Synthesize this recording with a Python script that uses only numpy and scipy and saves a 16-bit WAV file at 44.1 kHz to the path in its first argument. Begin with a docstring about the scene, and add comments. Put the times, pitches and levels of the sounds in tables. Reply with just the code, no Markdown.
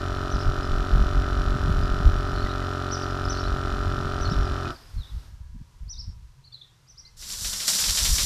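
"""Garden sprayer compressor outdoors

A small piston compressor knocks steadily and switches off; each blow rings its casing, and air bleeds away as noise.
Sparrows chirp as gliding sines echoed by house walls; gusts buffet the microphone as low, uneven noise.
At the end a lance opens and sputters foam: a shaped hiss with bursts for slugs of liquid."""
import sys
import numpy as np
from scipy import signal
from scipy.fft import rfft, irfft
from scipy.io import wavfile
from scipy.ndimage import uniform_filter1d

SR = 44100
rng = np.random.default_rng(int(sys.argv[2]) if len(sys.argv) > 2 else 0)


def store_pcm(level_fs):
    """Save levels as 16-bit WAV."""
    pcm = np.round(np.clip(level_fs, -1, 1) * 32767).astype(np.int16)
    wavfile.write(sys.argv[1], SR, np.atleast_2d(pcm).T)


N = 363825
T = np.arange(N) / SR  # s

# Speed of the compressor shaft. Each row: time in seconds, speed in turns per second.
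SHAFT = [(0.0, 45.696), (0.8, 45.721), (1.6, 45.631), (2.4, 45.52), (3.2, 45.483), (3.9, 45.385),
         (4.3, 45.124), (4.55, 45.058), (4.72, 43.188)]
STOP_S = 4.686  # the regular strokes end
LEAD = SR // 4  # samples of lead-in, so that the casing already rings at time 0


def undb(db):
    """A level in decibels is 20 times the logarithm of an amplitude ratio."""
    return 10 ** (np.asarray(db) / 20)


def level(x, db):
    """Scaling by the root mean square sets the mean power of a signal."""
    return x * undb(db) / np.sqrt(np.mean(x ** 2))


def curve(table):
    """Linear interpolation turns the columns of a (s, value, ..) table into values at every sample."""
    s, *columns = np.transpose(table)
    return [np.interp(T, s, c) for c in columns]


def ring(x, hz, db, early=0, size=8192):
    """The cepstrum of a gain curve fixes its phase: ringing follows each input, but for a share `early` before it."""
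    f = np.arange(size // 2 + 1) * SR / size
    log_gain = np.interp(np.log(f + 1), np.log(hz), db) * np.log(10) / 20
    cepstrum = irfft(log_gain)
    cepstrum[1:size // 2] *= 2 * (1 - early)
    cepstrum[size // 2 + 1:] *= 2 * early
    response = np.roll(irfft(np.exp(rfft(cepstrum))), size // 2)
    return signal.oaconvolve(x, response)[size // 2:][:len(x)]


def noise(colour, x=None):
    """Filtering white noise (or x) imposes a spectral colour; the result has rms 1."""
    white = rng.standard_normal(N) if x is None else x
    return level(ring(white, *np.transpose(colour), size=2048), 0)


def band(x, hz, width_hz):
    """A two-pole resonance passes a band whose width is its frequency over its quality factor."""
    return signal.lfilter(*signal.iirpeak(hz, hz / width_hz, fs=SR), x)


def walk(rate):
    """Slow random modulation: levels held for 1 / rate seconds and smoothed twice, with spread 1."""
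    hold = int(SR / rate)
    steps = np.repeat(rng.standard_normal(N // hold + 1), hold)
    smooth = uniform_filter1d(uniform_filter1d(steps, hold), hold)[:N]
    return smooth / smooth.std()


def swell(start, length, power):
    """Envelope of a finite event: its samples, its progress 0-1 and a half sine raised to a power."""
    i = np.arange(int(start * SR), min(int((start + length) * SR), N))
    u = (i - i[0]) / (length * SR)
    return i, u, np.sin(np.pi * u) ** power


def garden():
    """Ambient sound as stationary coloured noise, plus narrow resonant bands of noise for faint far hums and whistles."""
    # Spectrum of the quiet garden. Each row: frequency in Hz, relative density in dB.
    colour = [(59, -38), (100, -4), (139, -2.5), (211, -24), (327, -23), (690, -27.5), (962, -23.5),
              (1040, -23), (2250, -29), (5620, -28.5), (14300, -42.5)]
    # Faint far hums and whistles. 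Each row: start in seconds, length in seconds, centre in Hz, filter width in Hz,
    # level before the swell in dB.
    far_tones = [(5.25, 1.25, 970, 70, -73), (5.2, .45, 1650, 150, -75), (6.25, .4, 128, 20, -60),
                 (6.52, .28, 1870, 30, -79), (6.86, .32, 2075, 25, -78), (7.03, .07, 2075, 15, -69)]
    out = level(noise(colour) * undb(0.63 * walk(5)), -60.5)
    white = rng.standard_normal(N)
    for start, length, hz, width, db in far_tones:
        i, _, env = swell(start, length, 0.28)
        tone = band(band(white, hz, width), hz, width)
        out[i] += env * level(tone, db)[i]
    return out


def wind():
    """Turbulent eddies at the microphone: a lumpy rumble, flutter that grows faster with the gust, and buffets."""
    # Gust strength. Each row: time in seconds, rumble level in dB.
    strength = [(0, -34), (.3, -35.5), (.75, -25), (1.3, -29), (1.7, -19), (2.1, -27.5), (2.45, -27),
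                (2.85, -40), (3.3, -36), (3.7, -27.5), (4.2, -32), (4.8, -46), (5.5, -41), (5.72, -49.5),
                (6.15, -41), (6.6, -64.5), (7.1, -55.5), (7.5, -39), (7.65, -54), (8.1, -29)]
    # Single buffets. Each row: middle in seconds, length in seconds, rumble peak in dB, flutter peak in dB.
    buffets = [(0.264, .08, -27, -38), (0.353, 0.071, -22, -29), (0.483, 0.086, -20, -44),
               (.61, 0.063, -29, -48), (.73, 0.12, -21, -50), (0.954, 0.11, -15.5, -24),
               (1.016, 0.081, -21, -28), (1.184, 0.14, -18.5, -31), (1.402, 0.053, -17.5, -38),
               (1.506, 0.038, -19, -27), (1.553, .06, -22, -21), (1.634, .07, -14, -33),
               (1.798, 0.15, -16.5, -25), (1.936, 0.065, -19, -23.5), (2.006, 0.034, -33, -19.5),
               (2.073, 0.13, -17, -34), (2.35, .07, -26, -31), (2.45, 0.057, -18.5, -30),
               (2.664, 0.064, -30.5, -50), (3.283, 0.074, -31, -49), (3.526, 0.13, -26, -37),
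               (3.739, .08, -19.5, -26.5), (3.874, .06, -23, -34), (3.968, 0.14, -44, -26.5),
               (4.058, 0.084, -34, -29), (4.281, 0.058, -13, -26), (4.327, 0.037, -30, -12),
               (4.393, 0.16, -20, -36), (4.517, 0.065, -25.5, -55), (4.664, 0.11, -34, -37),
               (4.986, 0.12, -27, -46), (5.148, 0.16, -29.5, -49.5), (5.34, .05, -40, -57),
               (5.41, 0.033, -27, -52), (5.556, 0.036, -36, -36), (5.612, 0.043, -33, -33),
               (5.826, 0.051, -29.5, -65), (5.879, 0.066, -32.5, -60), (6.087, 0.046, -29, -41.5),
               (7.255, 0.11, -46, -49.5), (7.902, .08, -27.5, -43), (8.024, 0.073, -32, -48),
               (8.113, 0.097, -20, -44)]
    # Spectra of rumble and flutter. Each row: frequency in Hz, relative density in dB.
    rumble_colour = [(12, -14), (25, -4), (45, 0), (65, -4), (100, -8), (140, -17.5), (200, -34.5),
                     (400, -74)]
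    flutter_colour = [(40, -22), (70, -8.5), (110, 3), (170, -3.5), (230, -13.5), (320, -28.5),
                      (600, -74.5)]
    lumps_db = 2
    # flutter level when the rumble is at -30 dB, and its gain in dB for each dB of rumble
    flutter_db, flutter_slope = -42, 1.42

    eddies = rng.standard_normal(N) * undb(2.06 * walk(25))
    rumble_db = curve(strength)[0] + lumps_db * walk(11)
    power = undb([rumble_db, flutter_db + flutter_slope * (rumble_db + 30)]) ** 2
    for middle, length, *db in buffets:
        i, _, env = swell(middle - length / 2, length, 1.75)
        power[:, i] += (undb(db)[:, None] * env) ** 2  # unrelated sources add in power
    out = np.zeros(N)
    for p, colour in zip(power, (rumble_colour, flutter_colour)):
        out += np.sqrt(p) * level(ring(eddies, *np.transpose(colour)), 0)
    return out


def yard(x):
    """Reflection and reverberation: one clear wall, and a blur from the houses that moving leaves smear in pitch."""
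    wall_delay_s, wall_db = 0.023, -10
    blur_db = -5  # gain of a blur for a sound spread over many frequencies
    t = T[:SR // 2]
    tails = rng.standard_normal((2, len(t))) * np.minimum(t / 0.01, 1)
    tails *= np.exp(-t / 0.068)
    tails *= 1000 ** (-np.maximum(t - 0.14, 0) / 0.09)  # a steeper fall after 0.14 s
    tails *= undb(blur_db) / np.sqrt(np.sum(tails[0] ** 2))
    # two unrelated blurs trade places as the leaves sway
    sway = 2 * np.pi * np.cumsum(130 * walk(150)) / SR
    blur = [signal.oaconvolve(x, tail)[:N] for tail in tails]
    wall = undb(wall_db) * np.roll(x, int(wall_delay_s * SR))
    return wall + blur[0] * np.cos(sway) + blur[1] * np.sin(sway)


def sparrows():
    """Frequency-modulated sines: arched cheeps and hoarse chatter, which flutters and excites the yard less."""
    # Double cheeps. Each row: start in seconds, top pitch in Hz, level in dB, gap to the second arch in seconds,
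    # its top pitch in Hz, its level in dB, share of the fall sung 0-1.
    cheeps = [(0.291, 6000, -42.5, 0.08, 5650, -43, 1), (2.899, 5930, -35, .082, 5850, -41, 0.95),
              (3.276, 5900, -35.5, 0.091, 5550, -40, 1), (4.192, 6000, -41, 0.085, 5600, -40.5, 0.8),
              (5.879, 5960, -38.5, .083, 5510, -39, 1), (6.867, 6040, -52.5, 0.09, 5780, -48, 0.95)]
    # Chatter. Each row: start in seconds, length in seconds, start pitch in Hz, end pitch in Hz,
    # level before the flutter in dB.
    chatter = [(0.138, 0.047, 4430, 4000, -54), (0.353, 0.011, 5300, 4380, -41.5),
               (0.603, 0.086, 5050, 5000, -55), (0.753, 0.022, 4350, 4260, -51),
               (1.82, 0.029, 5100, 4900, -50), (2.345, .025, 4280, 4320, -42.5),
               (2.375, 0.028, 4300, 3920, -47), (2.406, 0.045, 4380, 4250, -48),
               (2.449, 0.019, 3860, 3820, -45), (2.491, 0.033, 3780, 4250, -47.5),
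               (3.024, .014, 4900, 4580, -46.5), (3.091, 0.044, 5000, 5100, -52),
               (3.251, .01, 5050, 4930, -45), (3.344, 0.057, 4300, 4480, -41),
               (3.428, 0.052, 3700, 4320, -47), (4.244, .035, 4360, 4250, -41),
               (4.328, .025, 3620, 4230, -44), (4.42, 0.079, 5170, 4950, -54),
               (4.675, 0.064, 4900, 5030, -56), (4.742, .03, 4700, 4770, -55),
               (4.76, 0.15, 5120, 4860, -65), (4.97, 0.059, 4460, 3770, -51.5),
               (5.026, 0.043, 3900, 3430, -54), (5.056, 0.072, 4020, 3440, -58),
               (5.15, 0.062, 3770, 3970, -68), (5.931, 0.036, 4000, 3680, -54.5),
               (6.44, 0.048, 4330, 4260, -53.5), (6.517, .014, 3480, 3530, -55),
               (6.524, 0.031, 4550, 4150, -49), (6.536, 0.029, 4220, 3870, -44.5),
               (6.568, 0.015, 3450, 3630, -54), (6.612, .012, 3600, 3770, -49),
               (6.622, 0.023, 3980, 3700, -52), (6.636, 0.019, 3480, 3880, -57),
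               (6.98, .024, 5050, 5500, -50), (7.048, 0.034, 4000, 4850, -51.5)]
    # first and second arch of a cheep: times in seconds, end pitches as shares of the top
    rise_s, fall_s = (.03, .04), (.034, .022)
    from_share, to_share = (.74, .64), (.72, .68)
    foot_db, end_db = -15, -7  # start and end of an arch against its top
    cheep_rough, chatter_rough = .3, .7  # hoarseness 0-1
    near, far = np.zeros(N), np.zeros(N)
    flutter, waver = walk(220), walk(300)

    def add(i, hz, db, env, rough):
        """Phase is the running integral of frequency; hoarseness disturbs both pitch and level."""
        hz = hz * (1 + 0.045 * rough * waver[i])
        amplitude = np.sqrt(2) * undb(db + 7.1 * rough * flutter[i]) * env
        note = amplitude * np.sin(2 * np.pi * np.cumsum(hz) / SR)
        near[i] += note
        far[i] += undb(-8 * rough) * note

    for start, top_1, db_1, gap, top_2, db_2, sung in cheeps:
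        arches = zip((start, start + gap), (top_1, top_2), (db_1, db_2), from_share, to_share, rise_s, fall_s)
        for s, top, db, a, c, up, down in arches:
            i, _, env = swell(s, up + sung * down, 0.35)
            t = T[i] - s
            rise = np.sin(np.pi / 2 * np.clip(t / up, 0, 1)) ** 2.2
            fall = (np.maximum(t - up, 0) / down) ** 1.7
            hz = top * (a + (1 - a) * rise - (1 - c) * fall)
            add(i, hz, db + foot_db * (1 - rise) + end_db * fall, env, cheep_rough)
    for start, length, a, c, db in chatter:
        i, u, env = swell(start, length, 0.4)
        add(i, a + (c - a) * u, db, env, chatter_rough)
    return near + yard(far)


def taps():
    """Damped free vibration: each light tick of plastic is a sine that decays in 11 ms."""
    # Ticks near the machine. Each row: start in seconds, amplitude before decay in dB, frequency in Hz.
    ticks = [(1.1463, -48, 2000), (1.2341, -41, 2010), (2.4623, -32.5, 1960), (2.6165, -40, 2000),
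             (4.654, -38, 2500), (4.8259, -71, 2000)]
    out, t = np.zeros(N), T[:SR // 20]
    for s, db, hz in ticks:
        out[int(s * SR):][:len(t)] += undb(db) * np.sin(2 * np.pi * hz * t) * np.exp(-t / 0.011)
    return out


def lance():
    """Turbulent nozzle flow: air and foam hiss, droplets crackle, and slugs of liquid add duller bursts."""
    # Opening of the jet. Each row: time in seconds, level in dB.
    jet_level = [(7.158, -88), (7.17, -53), (7.202, -45.5), (7.306, -36.5), (7.444, -31.5), (7.67, -31),
                 (7.68, -22), (7.716, -24.5)]
    # Spectra of jet and slugs. Each row: frequency in Hz, relative density in dB.
    jet_colour = [(120, -21), (200, -5.5), (296, -30), (354, -19), (897, -19.5), (981, -14.5), (1770, -14),
                  (2480, -17.5), (3550, -7), (5850, 1.5), (6400, -5.5), (7250, -1), (8670, -8), (9650, -8),
                  (14300, -15)]
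    slug_colour = [(300, -7), (1000, -6), (2000, -1), (4000, 6), (7000, -0.5), (14000, -15)]
    # Slugs among the air. Each row: start in seconds, level before decay in dB, decay time in seconds.
    slugs = [(7.22, -42.5, 0.076), (7.297, -38, 0.019), (7.331, -38, 0.019), (7.444, -30, 0.025),
             (7.528, -29.5, 0.023), (7.599, -31.5, 0.055), (7.68, -22.5, 0.015), (7.73, -28, .03),
             (7.784, -25, 0.014), (7.835, -24.5, 0.026), (7.881, -25, 0.022), (7.97, -24.5, 0.055),
             (8.048, -23.5, 0.029), (8.1796, -23, 0.04)]

    crackle_db = 1.7 * rng.exponential(size=N // 16 + 1).repeat(16)[:N]
    drops = rng.standard_normal(N) * undb(crackle_db)
    jet_gain = undb(curve(jet_level)[0] + walk(40)) * (T > jet_level[0][0])
    jet = jet_gain * noise(jet_colour, drops)
    gate = np.zeros(N)
    for s, db, decay_s in slugs:
        first = int(s * SR)
        t = T[first:] - s
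        gate[first:] += undb(db) * np.minimum(t / 0.0038, 1) * np.exp(-t / decay_s)
    return jet + gate * noise(slug_colour, drops[::-1])  # reversed, so unlike the jet


def pulses(turn, place, jitter_s, scatter_db, last):
    """Periodic impulses, one band-limited click per turn at `place`, then the last blows (s, dB); LEAD comes first."""
    count = np.arange(-8, int(turn[-1]))
    jitter, scatter = rng.standard_normal((len(count), 2)).T
    # before time 0 the shaft turns at its first speed
    s = np.interp(count + place, turn, T) + np.minimum(count + place - turn[0], 0) / SHAFT[0][1]
    on = s < STOP_S
    at = np.r_[(s + jitter_s * jitter)[on], last[:, 0]] * SR + LEAD
    size = undb(np.r_[scatter_db * scatter[on], last[:, 1]])
    # a windowed sinc places each click between samples
    samples = at.astype(int)[:, None] + np.arange(-8, 9)
    off = samples - at[:, None]
    out = np.zeros(N + LEAD)
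    np.add.at(out, samples, size[:, None] * np.sinc(off) * np.cos(np.pi * off / 18) ** 2)
    return out


def compressor():
    """Impulsive excitation of resonances: knocks ring the casing, valves tick, and air rushes with the stroke."""
    # Radiation of the casing. Each row: multiple of the shaft rate, relative gain in dB.
    casing = [(1, -2.5), (2, 3), (3, -2), (4, -30.5), (5, -10), (6, -6), (7, -11.5), (8, -6.5), (9, -5.5),
              (10, -29), (11, -29), (12, -21.5), (13, -9), (14, -14.5), (15, -17.5), (16, -14), (17, -15),
              (18, -33.5), (19, -37), (20, -32), (21, -23.5), (22, -17.5), (23, -18.5), (24, -26.5),
              (25, -15), (26, -12), (27, -6), (28, -10), (29, -6), (30, -3.5), (31, -30), (32, -12.5),
              (33, -11), (34, -18), (35, -22), (36, -18), (37, -32), (38, -24.5), (39, -22.5), (40, -18),
              (41, -29), (42, -29), (43, -31), (44, -40)]
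    # Valve ticks. Each row: place in the turn 0-1, level in dB.
    tick_places = [(0.29, -51), (0.92, -61.5), (0.0515, -65.5), (.71, -67)]
    # Resonances of the valves. Each row: frequency in Hz, filter width in Hz, relative gain in dB.
    valve_modes = [(2490, 300, 1), (3003, 274, 5.5), (3523, 326, 4), (4046, 274, 3.5), (5180, 760, -3.5),
                   (5750, 176, 0), (6860, 440, -6), (8400, 3400, -26)]
    # Spectra of pumped air with rattle, and of bled air. Each row: frequency in Hz, relative density in dB.
    rattle_colour = [(150, -34), (250, 0), (415, -7), (468, -10.5), (593, -8), (739, -5), (860, -9),
                     (1110, -10), (1360, -2), (2180, -20), (2960, -21.5), (4090, -17.5), (5640, -21),
                     (6450, -29.5), (14300, -41.5)]
    bleed_colour = [(150, -20), (250, 2), (445, -4.5), (583, -5.5), (1340, -2.5), (2340, -11), (5090, -6.5),
                    (6790, -15.5), (14300, -20)]
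    # Air bleeding off after the stop. Each row: time in seconds, level in dB.
    bleed_level = [(4.66, -80), (4.72, -53.5), (4.85, -55.5), (5.25, -57), (5.34, -66.5), (5.7, -94)]
    # Return of the knock round the frame. Each row: delay in seconds, share fed round 0-1.
    paths = [(.0098, .84)]
    # Last blows as the switch opens. Each row: time in seconds, knock in dB and tick in dB against a running stroke.
    stall = np.array([(4.688, -34, -2), (4.699, -3, -30), (4.705, -2, 3)])
    casing_shaft_hz = 45.5  # shaft rate that the casing multiples refer to
    build_up = .33  # share of the ringing that swells under compression, before the knock
    knock_db, rattle_db = -31.5, -39.5  # rms over the whole length, before the fades at the stop
    halt_s, halt_decay_s = 4.73, .02  # the piston comes to rest and the casing falls silent

    turn = .495 + np.cumsum(curve(SHAFT)[0]) / SR
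    order, db = np.transpose(casing)
    hz = np.r_[20, order * casing_shaft_hz, 2600, 6000]
    blows = pulses(turn, 0, .00003, .4, stall[:, :2])
    knock = ring(blows, hz, np.r_[-25, db, -50, -75], build_up)
    for delay, share in paths:
        # an allpass spreads the blow in time and keeps its colour
        gap = np.zeros(int(delay * SR) - 1)
        knock = signal.lfilter(np.r_[share, gap, 1], np.r_[1, gap, share], knock)

    ticks = np.zeros(N + LEAD)
    for k, (place, tick_db) in enumerate(tick_places):
        last = np.zeros((0, 2)) if k else stall[:, ::2]  # only the first tick joins the last blows
        ticks += level(pulses(turn, place, .00005, .9, last), tick_db)
    valve = np.zeros(N + LEAD)
    for k, (f, width, gain_db) in enumerate(valve_modes):
        valve += (-1) ** k * undb(gain_db) * band(band(ticks, f, width), f, width)
    valve *= ticks.std() / valve.std()

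    # the rush of air peaks at two places in the turn
    stroke = 1 + 0.38 * np.exp(-(turn % 1) / 0.019) + .5 * np.exp(-((turn - .33) % 1) / 0.014)
    running = np.exp(-np.maximum(T - STOP_S, 0) / 0.054)
    rattle = level(stroke * noise(rattle_colour), rattle_db) * running
    bleed = undb(curve(bleed_level)[0]) * (T > bleed_level[0][0]) * noise(bleed_colour)
    halt = np.exp(-np.maximum(T - halt_s, 0) / halt_decay_s)
    return (level(knock, knock_db) + valve)[LEAD:] * halt + rattle + bleed


def scene():
    """Superposition: sound pressures of all the sources add, alike in both channels."""
    mono = garden() + wind() + sparrows() + taps() + lance() + compressor()
    return np.array([mono, mono])


def record(dry):
    """Band limitation: an elliptic low-pass cuts both channels steeply above 14300 Hz."""
    return signal.sosfilt(signal.ellip(14, .2, 70, 14300, fs=SR, output="sos"), dry)


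dry = scene()
out = record(dry)
store_pcm(out)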